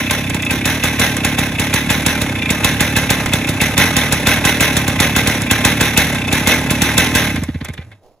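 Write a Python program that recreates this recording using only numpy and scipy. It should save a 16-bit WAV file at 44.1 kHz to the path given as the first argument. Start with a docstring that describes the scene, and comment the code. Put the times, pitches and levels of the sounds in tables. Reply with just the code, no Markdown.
"""On open, snowy ground a two-stroke petrol cut-off saw idles close by, is switched off and coasts to rest.
It fires only once every four to twelve turns: each firing cracks and thumps, kicks the crank faster and
shakes clutch, belt and guard into a clatter. Between firings the piston pumps air and knocks as it slows.
Metal sounds are sprays of noise shaped by the casing; low sounds are short tones, pulses and soft noise."""
import sys
import numpy as np
from scipy import signal
from scipy.fft import rfft, irfft, next_fast_len
from scipy.io import wavfile
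from scipy.ndimage import uniform_filter1d

SR = 44100
rng = np.random.default_rng(int(sys.argv[2]) if len(sys.argv) > 2 else 0)


def write(x):
    x = np.atleast_2d(x).T
    wavfile.write(sys.argv[1], SR, np.round(np.clip(x, -1, 1) * 32767).astype(np.int16))


N = 361615
TIME = np.arange(N) / SR

# Firings; the kick speeds up the crank and shakes the drive. Each sound adds its own gain to these levels:
# (time [s], crack [dB], kick [dB])
FIRINGS = [(-0.04, -17, -18.5), (0.114, -16.5, -18.5), (0.35, -22, -37), (0.514, -17.5, -22.5),
           (0.66, -15, -15.5), (0.842, -15, -17), (1.001, -14.5, -13), (1.252, -15.5, -20.5),
           (1.391, -15.5, -20.5), (1.601, -17.5, -20), (1.744, -14.5, -17.5), (1.907, -13, -17),
           (2.068, -13.5, -16), (2.221, -18.5, -28.5), (2.509, -17, -21), (2.65, -12, -16.5),
           (2.811, -12.5, -16.5), (2.97, -13, -18.5), (3.108, -12, -17), (3.34, -16, -21.5),
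           (3.494, -19, -28.5), (3.619, -14, -17.5), (3.783, -11.5, -10), (3.971, -13, -15),
           (4.129, -14, -19.5), (4.275, -11.5, -13), (4.455, -12.5, -13), (4.612, -12, -13.5),
           (4.772, -14.5, -20.5), (4.884, -18, -23), (5.006, -12, -14), (5.168, -12.5, -17.5),
           (5.278, -14.5, -17), (5.516, -12, -16.5), (5.655, -10, -15), (5.814, -13, -14), (5.98, -10, -13),
           (6.332, -15, -17), (6.477, -13, -12.5), (6.711, -15, -22), (6.824, -13.5, -15.5),
           (6.984, -10.5, -12.5), (7.156, -11.5, -13.5)]
# Unfired turns with the ignition off: (time [s])
COASTING_TURNS = [7.346, 7.382, 7.426, 7.492, 7.552, 7.617, 7.694, 7.785]
# Loose metal parts clinking, before the gain of each part of the sound: (time [s], level [dB], treble [dB])
CLINKS = [(0.2972, -13, -19.5), (0.422, -30, -22), (0.4494, -39, -21), (1.1667, -9.5, -16),
          (2.0223, -27, -20), (3.259, -9.5, -15.5), (3.4714, -21, -21), (4.3714, -8, -25),
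          (5.4184, -11, -16.5), (6.125, -15, -22), (6.1475, -9.5, -20.5), (7.3593, -14, -24.5),
          (7.435, -23, -24), (7.647, -19.5, -25), (7.6847, -30, -34), (7.7353, -25.5, -33.5),
          (7.8131, -28.5, -61), (7.9154, -30.5, -52)]

# Tone colour of the muffler's puff, relative levels: (frequency [Hz], level [dB])
PUFF_SPECTRUM = [(20, -42.5), (45, -17.5), (70, 2), (100, 6.5), (140, -2.5), (200, -5.5), (300, -18.5),
                 (500, -14.5), (1200, -69)]
# Tone colour of the deep thump of a firing: (frequency [Hz], level [dB])
THUMP_SPECTRUM = [(18, -44.5), (36, -21), (60, 1.5), (110, -5.5), (170, -1), (300, -13.5), (500, -9.5),
                  (1200, -46.5)]
# Tone colour of the longer, duller blast of a firing: (frequency [Hz], level [dB])
BLAST_SPECTRUM = [(40, -25), (150, -4.5), (420, -8.5), (850, 3), (1250, -2.5), (1650, 4), (2600, -5),
                  (3600, -1.5), (4800, -11.5), (6300, -7), (14000, -11.5)]
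# Tone colour of the very short, bright snap of a firing: (frequency [Hz], level [dB])
SNAP_SPECTRUM = [(2000, -18), (3700, 8), (4800, -5.5), (6500, 2), (8000, 5.5), (15000, -5)]
# Tone colour of chattering clutch, belt and guard: (frequency [Hz], level [dB])
CLATTER_SPECTRUM = [(40, -37), (420, -7), (850, -8), (1250, -10.5), (1650, -2), (2100, -2.5), (3000, -8),
                    (3900, -5.5), (4600, -21.5), (6200, -9), (7000, -22.5), (11300, -14), (12800, -19.5),
                    (14600, -20.5)]
# Tone colour of fan, belt and bearings: (frequency [Hz], level [dB])
RUSTLE_SPECTRUM = [(30, -28.5), (150, -1), (420, -4), (850, -4), (1250, -9), (1700, -4.5), (2200, -11),
                   (3000, -14.5), (3900, -16), (4600, -21), (6300, -18.5), (8000, -18.5), (11000, -19),
                   (14500, -35)]
# Tone colour of the piston slap: (frequency [Hz], level [dB])
KNOCK_SPECTRUM = [(300, -22.5), (1400, -29), (2200, -6.5), (2620, -3), (3050, -16.5), (3520, -8),
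                  (4300, -29), (14000, -36)]
# Tone colour of the distant open-air hum: (frequency [Hz], level [dB])
OUTDOORS_SPECTRUM = [(30, 1), (100, -4.5), (250, -3.5), (600, 4), (900, -3.5), (1500, -21), (4000, -22),
                     (14000, -29.5)]
# Tone colour of gas flow buffeting the casing: (frequency [Hz], level [dB])
RUMBLE_SPECTRUM = [(25, -35.5), (60, -19.5), (110, 4), (230, 3.5), (330, 0.5), (600, -38.5)]
# Low resonance of the casing in the rumble: (frequency [Hz], width [Hz], boost [dB])
RUMBLE_RESONANCE = [(94.0, 66, 8)]
# Tone colour of the hollow clack of a clink: (frequency [Hz], level [dB])
CLACK_SPECTRUM = [(200, -2.5), (800, -4.5), (1250, -8.5), (1650, 0.0), (2200, 0.0),
                  (2800, -8), (3500, -3.5), (5000, -20.5), (14000, -41.5)]
# Tone colour of the bright tick of a clink: (frequency [Hz], level [dB])
TICK_SPECTRUM = [(1500, 4), (3500, -19.5), (5000, 0.0), (8000, 6.5), (11000, 1.5), (15000, -7)]

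# Resonances of casing, fins and guard, shared by all metal noise; a negative boost is a dip:
# (frequency [Hz], width [Hz], boost [dB])
CASING_RESONANCES = [(452, 56, 2), (595, 55, 5.5), (703, 39, -4.5), (822, 65, 4.5), (1012.3, 40, -14.5),
                     (1034, 46, 12.5), (1210, 53, -9.5), (1234, 20, 13.5), (1566, 44, 5), (2025, 55, 7),
                     (2175, 56, 7.5), (2336, 45, -8), (2372, 24, 10.5), (2607, 58, 9.5), (3513, 68, 5.5),
                     (5890, 81, 6), (7940, 140, 5.5)]
# Guard and blade ringing on after a clink: (frequency [Hz], level [dB], time to fall 60 dB [s])
RING_MODES = [(824, -22, .4), (1863, -17, .16), (2713, -33, .9), (3806, -26, .5)]
# The whole saw rocking on its rubber mounts: (frequency [Hz], level [dB], time to fall 60 dB [s])
MOUNT_MODES = [(47, -14, 0.023), (94.4, -16.5, 0.16), (143.7, 7, 0.051)]

# How alike the two microphone channels are: (frequency [Hz], likeness [0 to 1])
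CHANNEL_LIKENESS = [(100, 1), (500, .94), (1500, .95), (2000, .88), (2500, .65), (4000, .65), (5200, .45),
                    (6200, .55), (7000, .85), (8300, .995), (9000, .995), (11500, .9), (13200, .99),
                    (14500, .93)]
# Level of the left channel minus the right: (frequency [Hz], difference [dB])
CHANNEL_BALANCE = [(60, -15), (300, -1), (1000, -1), (1700, -1.5), (2700, -.6), (3500, -1.5), (5400, -9),
                   (6600, 0.5), (15000, 0)]
# Phase by which the right channel leads: (frequency [Hz], lead [radians])
CHANNEL_LEAD = [(1900, 0), (3200, -1.4), (4200, -.8), (5300, -2), (6400, -.2), (7200, .5), (8100, 2.95),
                (9000, 3.3), (10300, 5.9), (11700, 6.6), (12700, 9.2), (13800, 9.6), (14900, 12.2)]

EDGE_HZ = 15500  # upper edge of the sound
# Crank speed sought after a firing: a base, plus this much for a kick of 0 dB.
# Each later turn is longer by the share SLOWING; whole turns are then fitted between the firings.
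BASE_TURNS_PER_S, KICK_TURNS_PER_S, SLOWING = 33, 45, .033
# The thump: its level at a usual crack, and the dB it gains for each dB of crack
THUMP_DB, USUAL_CRACK_DB, THUMP_PER_CRACK = -7, -13.5, 0.29
# Weaker sounds at the start, while the engine is cold; WARM_UP_S is the time constant of the recovery
WARM_UP_S, COLD_FLOW_DB, COLD_THUMP_DB, COLD_RUNNING_DB = 2.07, -1.5, -4.5, -5
# Changes reached by the last coasting turn: weaker gas flow, and a honk lower by a share of its pitch
SPENT_INTAKE_DB, SPENT_EXHAUST_DB, SPENT_SAG = -19, -7.5, 0.42
REST_S = 8.0  # the crank has stopped
# Steady running noise, before each sound's own gain: level at idling speed, and its rise with speed
RUNNING_DB, IDLE_TURNS_PER_S, RUNNING_DB_PER_OCTAVE = -23.5, 34.6, 4
# With the ignition off the drive runs slack: running noise drops by this much over this time
SLACK_DB, SLACK_S = -11, 0.18
# Groan of the stopping drive: time of its peak, level and pitch there, and how fast it sinks
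GROAN_S, GROAN_DB, GROAN_HZ, GROAN_OCTAVES_PER_S = 7.89, -41, 111, 2.1
GROAN_RISE_S, GROAN_FALL_S = .05, .085


def from_db(db):
    """Turns decibels into gain."""
    return 10 ** (np.asarray(db) / 20)


def unit(x):
    """Scales a signal to an average strength (rms) of 1."""
    return x / np.sqrt(np.mean(x ** 2) + 1e-20)


def lookup(points, hz):
    """Reads a table by frequency, spaced by pitch (a log axis)."""
    f, value = np.transpose(points)
    return np.interp(np.log(hz + 1), np.log(f), value)


def strikes(times, gains):
    """Makes a train of single clicks."""
    train = np.zeros(N)
    at = np.round(np.asarray(times) * SR).astype(int)
    inside = (at >= 0) & (at < N)
    np.add.at(train, at[inside], np.asarray(gains)[inside])
    return train


def response(spectrum, resonances=(), size=4096):
    """Filter with a given tone colour and resonances that answers at once (minimum phase), peak 1."""
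    hz = np.fft.rfftfreq(size, 1 / SR)
    peaks = sum(boost / (1 + (2 * (hz - f) / width) ** 2) for f, width, boost in resonances)
    db = lookup(spectrum, hz) + peaks
    # folding the cepstrum moves all the response after time zero
    cepstrum = irfft(np.log(from_db(db)))
    cepstrum[1:size // 2] *= 2
    cepstrum[size // 2 + 1:] = 0
    taps = irfft(np.exp(rfft(cepstrum)))
    return taps / abs(taps).max()


def bursts(times, db, rise, fall):
    """Power of bursts that swell up to the given times and then die away (rise and fall in s)."""
    t = np.arange(-SR // 10, SR // 10 + 1) / SR
    shape = np.exp(-2 * np.maximum(-t / rise, t / fall))
    return abs(signal.oaconvolve(strikes(times, from_db(db) ** 2), shape, "same"))


def metal(power, spectrum, spread_db, per_second=1400, fall=0.0035):
    """A dense spray of tiny impacts, each dying quickly in the casing; two channels."""
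    strength = from_db(spread_db * np.minimum(rng.standard_normal(N), 2)) ** 2
    impacts = (rng.random(N) < per_second / SR) * strength
    grains = signal.lfilter([1], [1, -np.exp(-2 / (fall * SR))], impacts)
    taps = response(spectrum, CASING_RESONANCES)
    drive = np.sqrt(power * grains / grains.mean()) * rng.standard_normal((2, N))
    return signal.oaconvolve(drive, taps[None] / np.linalg.norm(taps), axes=1)[:, :N]


def ringing(modes):
    """One second of freely dying tones."""
    t = np.arange(SR) / SR
    return sum(from_db(db - 60 * t / t60) * np.sin(2 * np.pi * hz * t) for hz, db, t60 in modes)


def crank():
    """Times of all running turns: a harder kick spins the crank faster, then each turn takes longer."""
    fired, _, kick_db = np.transpose(FIRINGS)
    speeds = BASE_TURNS_PER_S + KICK_TURNS_PER_S * from_db(kick_db)
    ends = np.append(fired[1:], COASTING_TURNS[0])
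    turns = []
    for start, end, speed in zip(fired, ends, speeds):
        count = round(np.log1p((end - start) * speed * SLOWING) / np.log1p(SLOWING))
        periods = (1 + SLOWING) ** np.arange(count)
        turns.append(start + (end - start) * (np.cumsum(periods) - periods) / periods.sum())
    return np.concatenate(turns)


def cold(times):
    """1 for the freshly started engine, falling towards 0 as it warms."""
    return np.exp(-np.maximum(times, 0) / WARM_UP_S)


def throb(turns, depth_db, lag):
    """Power factor that swells once in every turn of the crank, unevenly; lag is in turns."""
    angle = np.interp(TIME, turns, np.arange(len(turns)))
    uneven_db = np.interp(TIME, turns, rng.standard_normal(len(turns)))
    return from_db(depth_db * np.cos(2 * np.pi * (angle - lag)) + uneven_db) ** 2


def running_db(turns, inertia_s=0.1):
    """Level of the steady running noise: it follows the smoothed speed of the crank down to rest."""
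    times = np.append(turns, COASTING_TURNS)
    midpoints = (times[1:] + times[:-1]) / 2
    speed = np.interp(TIME, np.append(midpoints, REST_S), np.append(1 / np.diff(times), 0))
    speed = np.maximum(uniform_filter1d(speed, round(inertia_s * SR)), .01)
    speed_db = RUNNING_DB_PER_OCTAVE * np.log2(speed / IDLE_TURNS_PER_S)
    slack_db = SLACK_DB * np.clip((TIME - COASTING_TURNS[0]) / SLACK_S, 0, 1)
    return RUNNING_DB + speed_db + COLD_RUNNING_DB * cold(TIME) + slack_db


def outdoors(level_db=-56, waver_db=4.0, waver_s=.04):
    """Faint, distant open-air hum: filtered noise whose level wavers a little."""
    taps = response(OUTDOORS_SPECTRUM)
    waver = unit(uniform_filter1d(rng.standard_normal(N), round(waver_s * SR)))
    hum = unit(signal.oaconvolve(rng.standard_normal((2, N)), taps[None], axes=1)[:, :N])
    return from_db(level_db + waver_db * waver) * hum


def rustle(turns, gain_db=-2):
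    """Fan, belt and bearings make a noise that pulses with the crank."""
    power = from_db(running_db(turns) + gain_db) ** 2
    return metal(power * throb(turns, depth_db=3.5, lag=0.58), RUSTLE_SPECTRUM, spread_db=3.5)


def rumble(turns, gain_db=-4):
    """Uneven gas flow buffets the casing and stirs its low resonance."""
    taps = response(RUMBLE_SPECTRUM, RUMBLE_RESONANCE, size=16384)
    noise = unit(signal.oaconvolve(rng.standard_normal(N), taps)[:N])
    return noise * from_db(running_db(turns) + gain_db)


def gas_flow(turns, intake_hz=240, intake_length=0.0039, intake_db=-13, exhaust_lag=0.00559,
             exhaust_db=-19.0, rocking_db=-11, recoil_db=-5, coast_db=3.0, fade_power=2.6,
             uneven_db=1.5, uneven_pitch=0.044, uneven_s=0.00038):
    """Each turn the air box honks and the muffler puffs; a firing adds a deep thump. Both rock the saw."""
    times = np.append(turns, COASTING_TURNS)
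    chance = rng.standard_normal((len(times), 4))
    coast_share = (times - COASTING_TURNS[0]) / (COASTING_TURNS[-1] - COASTING_TURNS[0])
    spent = np.clip(coast_share, 0, 1) ** fade_power
    flow_db = coast_db * (times >= COASTING_TURNS[0]) + COLD_FLOW_DB * cold(times)

    gulp = from_db(intake_db + flow_db + SPENT_INTAKE_DB * spent + uneven_db * chance[:, 0])
    pitch = intake_hz * (1 - SPENT_SAG * spent + uneven_pitch * chance[:, 1])
    nearest = np.searchsorted((times[1:] + times[:-1]) / 2, TIME)
    t = TIME - times[nearest]
    port_opening = np.exp(-(t / intake_length) ** 2)  # the port opens and shuts smoothly
    honks = gulp[nearest] * port_opening * np.cos(2 * np.pi * pitch[nearest] * t)

    puff_db = exhaust_db + flow_db + SPENT_EXHAUST_DB * spent + uneven_db * chance[:, 3]
    puffs = strikes(times + exhaust_lag + uneven_s * chance[:, 2], from_db(puff_db))

    fired, crack_db, _ = np.transpose(FIRINGS)
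    thump_db = THUMP_DB + THUMP_PER_CRACK * (crack_db - USUAL_CRACK_DB) + COLD_THUMP_DB * cold(fired)
    thumps = strikes(fired + 0.0011, from_db(thump_db))
    exhaust = signal.oaconvolve(puffs, response(PUFF_SPECTRUM))
    exhaust = exhaust - signal.oaconvolve(thumps, response(THUMP_SPECTRUM))

    pushes = puffs - from_db(recoil_db) * thumps
    rocking = signal.oaconvolve(pushes, from_db(rocking_db) * ringing(MOUNT_MODES))
    # slow motion hardly radiates sound
    sway = signal.sosfilt(signal.butter(4, 38, "high", fs=SR, output="sos"), rocking[:N])
    return honks + exhaust[:N] + sway


def cracks(lead=0.0044, blast_db=2.0, snap_lead=0.0043, snap_db=4):
    """Each firing gives a very short bright snap inside a longer, duller blast, just ahead of its thump."""
    fired, crack_db, _ = np.transpose(FIRINGS)
    blast_power = bursts(fired - lead, crack_db + blast_db, rise=0.0024, fall=0.017)
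    blast = metal(blast_power, BLAST_SPECTRUM, spread_db=0.0, per_second=4300)
    snap_power = bursts(fired - snap_lead, crack_db + snap_db, rise=0.0007, fall=0.008)
    snap = metal(snap_power, SNAP_SPECTRUM, spread_db=4.5, per_second=2900)
    return blast + snap


def clatter(turns, onset=0.015, decay=0.067, gain_db=5.0):
    """Each kick sets clutch, belt and guard chattering until the shaking dies down."""
    fired, _, kick_db = np.transpose(FIRINGS)
    recent = np.searchsorted(fired, TIME) - np.array([[1], [2]])  # the last two firings overlap
    t = np.maximum(TIME - fired[recent], 0)
    build_up = 1 - np.exp(-(t / onset) ** 2)
    shaking = from_db(kick_db + gain_db)[recent] * build_up * np.exp(-(t / decay) ** 0.86)
    power = (shaking ** 2).sum(axis=0) * throb(turns, depth_db=1.9, lag=0.72)
    return metal(power, CLATTER_SPECTRUM, spread_db=0.5)


def knocks(turns, lead=0.015, slow_period=0.034, slow_db=-16.0, db_per_octave=34, firing_db=-1.5):
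    """The piston slaps near the top of its stroke: harder as the crank slows, and again at a firing."""
    periods = np.diff(turns)
    slowness = np.minimum(np.log2(periods / slow_period), 0)  # in octaves
    level_db = slow_db + db_per_octave * slowness + 2 * rng.standard_normal(len(periods))
    fired, crack_db, _ = np.transpose(FIRINGS)
    power = bursts(turns[1:] - lead, level_db, rise=.003, fall=.011)
    power += bursts(fired - .013, crack_db + firing_db, rise=0.0015, fall=0.014)
    return metal(power, KNOCK_SPECTRUM, spread_db=2.5, per_second=3000)


def backlash(lead=0.0091, clack_db=-22, treble_db=-46):
    """As the engine coasts, play in the drive clacks at every compression: rows like those of CLINKS."""
    return [(s - lead, clack_db, treble_db) for s in COASTING_TURNS]


def clinks(body_db=-7, ring_db=-18, ring_per_db=0.9):
    """Loose parts strike: a hollow clack, a bright tick, and a faint ring of guard and blade."""
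    times, db, treble_db = np.transpose(list(CLINKS) + backlash())
    ring_strikes = strikes(times, from_db(ring_db + ring_per_db * db))
    ring = signal.oaconvolve(ring_strikes, ringing(RING_MODES))[:N]
    clack_power = bursts(times + .003, db + body_db, rise=0.0033, fall=0.014)
    clack = metal(clack_power, CLACK_SPECTRUM, spread_db=5.0)
    tick_power = bursts(times + 0.00092, treble_db, rise=.001, fall=.006)
    tick = metal(tick_power, TICK_SPECTRUM, spread_db=-4.0)  # negative: a few impacts stand far out
    return clack + ring + tick


def shudder(jolt_db=-24, lag=0.01533, rock_hz=88, rise=0.0073, decay=0.048, last_db=-5):
    """Each slow compression of the run-down jolts the saw, which wobbles on its mounts."""
    t = np.arange(SR // 2) / SR
    wobble = (1 - np.exp(-t / rise)) * np.exp(-t / decay) * np.sin(2 * np.pi * rock_hz * t)
    fading_db = np.linspace(0, last_db, len(COASTING_TURNS))
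    jolts = strikes(np.add(COASTING_TURNS, lag), from_db(jolt_db + fading_db))
    return signal.oaconvolve(jolts, wobble)[:N]


def groan():
    """A low tone of the drive that sinks and fades with the last of the motion."""
    t = TIME - GROAN_S
    hz = GROAN_HZ * 2 ** (-GROAN_OCTAVES_PER_S * np.maximum(t, -.5))
    swell = np.exp(-np.maximum(-t / GROAN_RISE_S, t / GROAN_FALL_S) ** 2)
    tone = np.sqrt(2) * np.sin(2 * np.pi * np.cumsum(hz) / SR)
    return tone * from_db(GROAN_DB) * swell


def microphones(sound):
    """Two channels hear the noise with likeness, level and phase that depend on frequency."""
    size = next_fast_len(N + SR)
    hz = np.fft.rfftfreq(size, 1 / SR)
    left, other = rfft(sound, size)
    alike = np.clip(lookup(CHANNEL_LIKENESS, hz), 0, 1)
    right = alike * left + np.sqrt(1 - alike ** 2) * other
    right = right * np.exp(1j * lookup(CHANNEL_LEAD, hz))
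    tilt = from_db(lookup(CHANNEL_BALANCE, hz) / 2)
    return irfft(np.array([left * tilt, right / tilt]), size)[:, :N]


def scene():
    """The saw on open, snow-damped ground, without echo; the bass is slightly louder on the right."""
    turns = crank()
    noise = outdoors() + rustle(turns) + cracks() + clatter(turns) + knocks(turns) + clinks()
    bass = rumble(turns) + gas_flow(turns) + shudder() + groan()
    return microphones(noise) + bass * from_db([[-.65], [.65]])


def record(dry):
    """Peaks beyond full scale are cut flat, then the treble above the band edge is removed."""
    clipped = np.clip(dry, -1, 1)
    band_limit = signal.firwin(161, EDGE_HZ, window=("kaiser", 8), fs=SR)
    return signal.oaconvolve(clipped, band_limit[None], "same")


dry = scene()
out = record(dry)
write(out)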